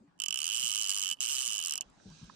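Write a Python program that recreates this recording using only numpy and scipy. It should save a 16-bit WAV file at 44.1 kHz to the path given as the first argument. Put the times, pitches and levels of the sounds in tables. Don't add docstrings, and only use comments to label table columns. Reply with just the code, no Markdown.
import sys
import numpy as np
from scipy import signal
from scipy.fft import rfft, irfft
from scipy.io import wavfile
from scipy.ndimage import uniform_filter1d

SR = 44100
rng = np.random.default_rng(int(sys.argv[2]) if len(sys.argv) > 2 else 0)


def bounce(signal):
    frames = np.transpose(np.atleast_2d(signal))
    limited = np.clip(frames, -1, 1)
    pcm = np.round(limited * 32767).astype(np.int16)
    wavfile.write(sys.argv[1], SR, pcm)


N = 103635
RISE_S = .0014

# (time [s], snap level [dB], spool ring level [dB],
# ring left re right [dB], side modes re main mode [dB])
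GRIP = [
    (.2, 2, 4.5, -17, -6.5),
    (.45, -2.5, -1.5, -18, -3),
    (.65, -1.5, 0, -25, -12),
    (1.0, -0.5, -3, -30, -11),
    (1.13, -1.5, 1.5, -8.5, -13.5),
    (1.2, -2.5, -6, -19, -0.5),
    (1.451, -3.5, -6.5, -14, -7),
    (1.63, -3, -3.5, -21.5, -17.5),
    (1.7, -0.5, -16.5, -9, 5),
    (1.81, 3.5, -13, -11, 6),
]


def gain_of(db):
    return 10 ** (np.asarray(db) / 20)


def evened(x):
    return x / np.sqrt(np.mean(x ** 2) + 1e-20)


def read(points, hz):
    f, value = np.transpose(points)
    return np.interp(np.log(hz + 1), np.log(f + 1), value)


def level_at(s, points):
    return np.interp(s, *np.transpose(points))


def left_right(left_db):
    return np.array([[left_db], [0]])


def soft_rise(t, rise_s):
    return np.sin(np.pi / 2 * np.minimum(t / rise_s, 1)) ** 2


def add(mix, s, sound):
    part = mix[:, round(s * SR):][:, :sound.shape[1]]
    part += sound[:, :part.shape[1]]


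def colour(x, points, lag_s=0):
    hz = np.fft.rfftfreq(N, 1 / SR)
    response = gain_of(read(points, hz)) * np.exp(-2j * np.pi * hz * lag_s)
    return irfft(rfft(x) * response, N)


def hiss(points, same, patchy_db):
    frames, hz = N // 128 + 5, np.fft.rfftfreq(512, 1 / SR)
    a, b, c, d, patches = rng.standard_normal((frames, 257, 5)).T
    patches = uniform_filter1d(patches, size=5, axis=0)
    patches = evened(uniform_filter1d(patches, size=16, axis=1))
    same = np.clip(same * np.ones(257), -1, 1)[:, None]
    left = a + 1j * b
    right = same * left + np.sqrt(1 - same ** 2) * (c + 1j * d)
    z = np.array([left, right]) * gain_of(read(points, hz)[:, None] + patchy_db * patches)
    return evened(signal.istft(z, nperseg=512, noverlap=384)[1][:, :N])


def ring(modes, t, spread_db, wander, phase):
    hz, db, t60 = np.array(modes).T[:, :, None]
    size, pitch = rng.standard_normal((2, len(modes), 1))
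    decay = gain_of(db + spread_db * size - 60 * t / t60)
    return (decay * np.sin(2 * np.pi * hz * (1 + wander * pitch) * t + phase)).sum(-2)


def knocks(rows, rise_s, rough, left_db):
    out, t = np.zeros((2, N)), np.arange(12000) / SR
    for s, db, hz, t60 in rows:
        period = int(SR / hz) + 1
        wobble = uniform_filter1d(rng.standard_normal((2, len(t))), size=period, axis=1)
        wobble = uniform_filter1d(wobble, size=period, axis=1) * np.sqrt(SR / hz)
        tone = ((1 + rough * (wobble[0] + 1j * wobble[1])) * np.exp(2j * np.pi * hz * t)).imag
        decay = gain_of(db - 60 * t / t60 + left_right(left_db))
        add(out, s, tone * soft_rise(t, rise_s) * decay)
    return out


def lake_air():
    # (frequency [Hz], level [dB per Hz])
    air_spectrum = [(12, -19), (20, -18.5), (60, -6), (100, -16.5), (160, -2.5), (283, -5), (483, -13.5),
                    (871, -11.5), (1170, -14), (3410, -31.5), (9000, -34.5), (10800, -58), (15600, -93),
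                    (22000, -120)]
    # (frequency [Hz], left-right correlation)
    air_same = [(30, .2), (60, 0.3), (200, 0.16), (400, 0.12), (900, 0.067), (4000, .1)]
    same = read(air_same, np.fft.rfftfreq(512, 1 / SR))
    lift_db = np.interp(np.arange(N) / SR, [1.75, 1.85], [0, 6])
    return gain_of(-69.5 + lift_db) * hiss(air_spectrum, same, patchy_db=3)


def bumps():
    # (time [s], peak level [dB], pitch [Hz], t60 [s])
    bump_rows = [(.004, -48, 218, 0.093), (.035, -54, 287, 0.15), (.02, -57, 380, .1),
                 (.075, -54, 168, 0.086), (.15, -60.5, 176, 0.15), (.28, -61, 182, 0.11),
                 (.49, -67, 41.5, 0.2), (.592, -48.5, 202, 0.058), (.63, -55.5, 172, 0.19),
                 (.96, -63, 227, 0.16), (1.11, -60, 200, 0.15), (1.34, -60, 54.6, 0.12),
                 (1.475, -60, 205, 0.22), (1.85, -56, 192, 0.13), (1.855, -58, 46.4, 0.22),
                 (2.052, -52.5, 325, 0.11), (2.053, -42, 192.6, 0.19), (2.058, -57, 423, 0.11),
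                 (2.23, -59, 331, .08), (2.056, -50.5, 104, 0.29), (2.075, -49, 46, 0.18),
                 (2.105, -43.5, 158, 0.19), (2.212, -39.5, 183, 0.066), (2.225, -34, 169.4, 0.075),
                 (2.236, -51, 50, .15), (2.275, -50, 202, 0.14), (2.31, -56, 163, 0.096)]
    return knocks(bump_rows, rise_s=.011, rough=.35, left_db=1.7)


def taps():
    # (time [s], peak level [dB], pitch [Hz], t60 [s])
    tap_rows = [(2, -44, 1500, 0.0095), (2.2965, -37, 1050, 0.026), (2.297, -44, 1250, 0.024),
                (2.2965, -46, 930, 0.027), (2.8, -50, 1900, .015), (3.1, -48, 2300, .012),
                (3.4, -48, 3200, .012), (2.243, -57, 9600, 0.011), (2.8, -56, 8400, .011),
                (1.9, -52, 7300, .011), (2.1, -72, 11700, .011), (2.1, -50, 5700, 0.033),
                (2.5, -58, 4100, .03), (2.8, -57, 6600, .03)]
    return knocks(tap_rows, rise_s=.0011, rough=.66, left_db=-13.0)


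def swish():
    # (frequency [Hz], level [dB per Hz])
    swish_spectrum = [(530, -57), (900, -40), (1550, 5.5), (1720, -22), (2530, 1), (3170, 0.5), (5940, 2.5),
                      (8620, -10.5), (11500, -45), (15000, -80), (22000, -120)]
    # (time [s], level [dB])
    lift = [
        (1.78, -80),
        (1.84, -76.5),
        (1.93, -80.5),
        (2.02, -71),
        (2.13, -64.5),
        (2.24, -64),
        (2.28, -67),
        (2.35, -67),
    ]
    # (frequency [Hz], level [dB])
    line_whistles = [(6040, -16), (6500, -16.5), (8400, -25.5), (3850, -12)]
    t = np.arange(N) / SR
    level = gain_of(np.interp(t, *np.transpose(lift), left=-120) + left_right(-7) + 6)
    out = hiss([(500, -31)] + list(swish_spectrum), 0.1, patchy_db=2.5)
    for hz, db, size in [(1644, -19.5, 600)] + [(*band, 160) for band in line_whistles]:
        waver = uniform_filter1d(rng.standard_normal((2, N)), size=size, axis=1)
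        waver = uniform_filter1d(waver, size=size // 2, axis=1)
        whistle = ((waver[0] + 1j * waver[1]) * np.exp(2j * np.pi * hz * t)).real
        out = out + gain_of(db) * evened(whistle)
    return level * out


def drag():
    # (time [s], level [dB])
    line_run = [
        (.3, -98),
        (.45, -55),
        (1.12, -55),
        (1.15, -72),
        (1.19, -76.5),
        (1.21, -65),
        (1.7, -56),
        (1.78, -79),
    ]
    level = gain_of(np.interp(np.arange(N) / SR, *np.transpose(line_run), left=-120, right=-120))
    rasp = [(1500, -30), (2600, -9), (4500, 0.0), (8500, -7), (10000, -6), (15000, -21), (17000, -63)]
    return level * hiss(rasp, .5, patchy_db=-2.0)


def teeth():
    # (time [s], level [dB])
    slow = [(0.2014, -4.5), (0.2199, -4), (0.238, -1.5), (0.2612, -2.5), (0.2843, -1), (0.3077, 0),
            (1.1263, -1), (1.738, -1), (1.7563, -3), (1.7783, -3), (1.8101, -5)]
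    # (time [s], snap level [dB], spool ring level [dB])
    slips = [(.179, -49.5, -47), (.191, -33.5, -34), (.2575, -16, -37), (.2955, -25, -22),
             (.3833, -12, -30), (.4511, -18, -18), (1.134, -10.5, -11), (1.142, -19, -18),
             (1.171, -36, -26), (1.188, -48, -20), (1.195, -54, -33), (1.7695, -20, -12), (1.823, -27, -18)]
    # (tooth number, gap to next tooth [ms])
    pull_1 = [(0, 16.869), (4, 14.169), (14, 9.328), (25, 7.827), (27, 8.451), (35, 8.541), (39, 11.25),
              (41, 9.429), (43, 10.168), (46, 8.747), (53, 10.518), (59, 10.266), (62, 9.215), (64, 10.602),
              (71, 10.11), (76, 11.831)]
    pull_2 = [(0, 8.544), (2, 7.298), (8, 9.15), (12, 6.523), (21, 7.896), (25, 7.533), (35, 8.53),
              (39, 9.603), (44, 9.275), (49, 12.306), (52, 10.864), (57, 13.822)]
    pull_starts_s = .3264, 1.2058
    timing_s, snap_spread_db, ring_spread_db = .00025, 1.1, 1.8
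    rows = [(s, db, db) for s, db in slow] + list(slips)
    for start, pull in zip(pull_starts_s, (pull_1, pull_2)):
        tooth, gap_ms = np.transpose(pull)
        gaps_ms = np.interp(np.arange(tooth[-1] + 1), tooth, gap_ms)
        times = start + np.r_[0, np.cumsum(gaps_ms)] / 1000
        late, size, rung = rng.standard_normal((len(times), 3)).T
        rows += list(zip(times + timing_s * late, snap_spread_db * size, ring_spread_db * rung))
    return rows


def grip_at(s):
    times, *columns = np.transpose(GRIP)
    return [np.interp(s, times, column) for column in columns]


def spool_rings(drops):
    spool_modes = [(2997, 0, .038), (2930, -13, .03), (2810, -7, .03), (2630, -12, .03), (2505, -16, .03),
                   (3130, -16, .02), (3290, -15, .025)]
    # (time [s], level [dB])
    hull = [
        (.2, -50),
        (.45, -46.5),
        (.55, -35.5),
        (.7, -40),
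        (1.2, -39),
        (1.4, -44),
        (1.62, -35),
        (1.7, -38.5),
        (1.81, -32.5),
    ]
    out, t = np.zeros((2, N)), np.arange(2600) / SR
    rise = soft_rise(t, RISE_S)
    side_modes = (np.arange(len(spool_modes)) > 0)[:, None]
    side_column = side_modes * [0, 1, 0]
    for s, _, tone_db in drops:
        _, ring_db, left_db, side_db = grip_at(s)
        start = s - RISE_S
        slip_rad = .45 * np.array([[[2]], [[1]]]) * rng.standard_normal((2, len(spool_modes), 1))
        phase = side_modes * np.array([[[1.5]], [[0]]]) + slip_rad
        direct = ring(spool_modes + side_db * side_column, t - RISE_S, 0.32, .004, phase)
        direct_db = -26.5 + tone_db + ring_db + left_right(left_db)
        add(out, start + .000872, rise * direct * gain_of(direct_db))
        back = ring(spool_modes - 3 * side_column, t - RISE_S, 0.72, .004, phase)
        back_db = tone_db + level_at(start, hull) + left_right(-5)
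        add(out, start + .0063, rise * back * gain_of(back_db))
    return out


def pawl_snaps(drops):
    # (frequency [Hz], level [dB], t60 [s])
    frame_modes = [(1123, -28.5, 0.057), (1264, -28.5, 0.059), (1560, -30, 0.049), (816, -39, 0.034),
                   (2250, -31.5, 0.037), (4230, -28, 0.027), (5150, -14, 0.0093), (5520, -13.5, 0.016),
                   (6130, -9, 0.017), (6720, -2.5, 0.0073), (7690, -6, 0.013), (8700, -17, 0.015),
                   (10070, -19.5, 0.019), (12100, -20.5, 0.016)]
    # (frequency [Hz], level [dB per Hz])
    crack_spectrum = [(2000, -26), (3400, -9), (4200, -5.5), (5440, 1.5), (8630, 3.5), (9530, -7),
                      (12000, -14.5), (15200, -24.5), (16500, -48)]
    snap_rise_s, crack_t60_s = .0018, .007
    t = np.arange(2600) / SR
    out, crack, scrape = np.zeros((2, N)), np.zeros((1, N)), np.zeros((1, N))
    chatter = soft_rise(t, snap_rise_s)
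    frame_rise = chatter * gain_of(20 * np.minimum(t / snap_rise_s - 1, 0) + 3.5)
    crack_decay_db = -60 * np.maximum(t - snap_rise_s, 0) / crack_t60_s
    for s, db, _ in drops:
        snap_db = db + grip_at(s)[0]
        phase = rng.uniform(0, 2 * np.pi, (2, len(frame_modes), 1))
        rung = ring(frame_modes, t - RISE_S, 3.2, .02, phase)
        add(out, s - snap_rise_s, frame_rise * rung * gain_of(-26.5 + snap_db))
        add(crack, s - snap_rise_s, chatter[None] * gain_of(-24 + snap_db + crack_decay_db))
        add(scrape, s - RISE_S - .014, np.hanning(1400)[None] * gain_of(db))
    noise = (crack + gain_of(-62.5) * scrape ** 3) * rng.standard_normal((2, N))
    hz_db = [(1000, -23), (2500, -16.0)] + list(crack_spectrum[1:])
    return out + colour(noise, hz_db) * gain_of(5.5)


def at_ports(snap):
    # (frequency [Hz], level [dB])
    left_port = [(700, -8), (1290, -16.5), (2380, -4.5), (3450, -3.5), (4400, -10), (8120, -5),
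                 (15000, 2.5)]
    apart = 0.82
    common = np.sqrt(1 - apart ** 2) * colour(snap[1], [(6000, 3.5), (13000, -5)])
    own = apart * colour(snap[0], [(6000, -0.79), (13000, 0.73)])
    left = colour(common + own, left_port, lag_s=7e-5)
    return colour(np.array([left, snap[1]]), [(200, -12.5), (600, -6), (1000, -1.5)])


def reel():
    # (delay [s], level [dB])
    echoes = [(.0022, -11.5), (.0043, -13), (.0068, -17.5), (0.0095, -25.5)]
    drops = teeth()
    spool = spool_rings(drops)
    near = at_ports(pawl_snaps(drops))
    out = near + spool
    dull = colour(near, [(5000, -4.0), (12000, -16.0)]) + 0.24 * spool
    for delay, db in echoes:
        add(out, delay, gain_of(db) * (dull + 0.38 * dull[::-1]))
    return out


def scene():
    return lake_air() + bumps() + taps() + swish() + drag() + reel()


def top_cut(x):
    return signal.sosfilt(signal.butter(12, 16990, fs=SR, output="sos"), x)


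def record(dry):
    low_pass = signal.firwin(255, 16900, fs=SR)[None]
    mix = signal.oaconvolve(dry, low_pass, "same")
    return top_cut(mix)


dry = scene()
out = record(dry)
bounce(out)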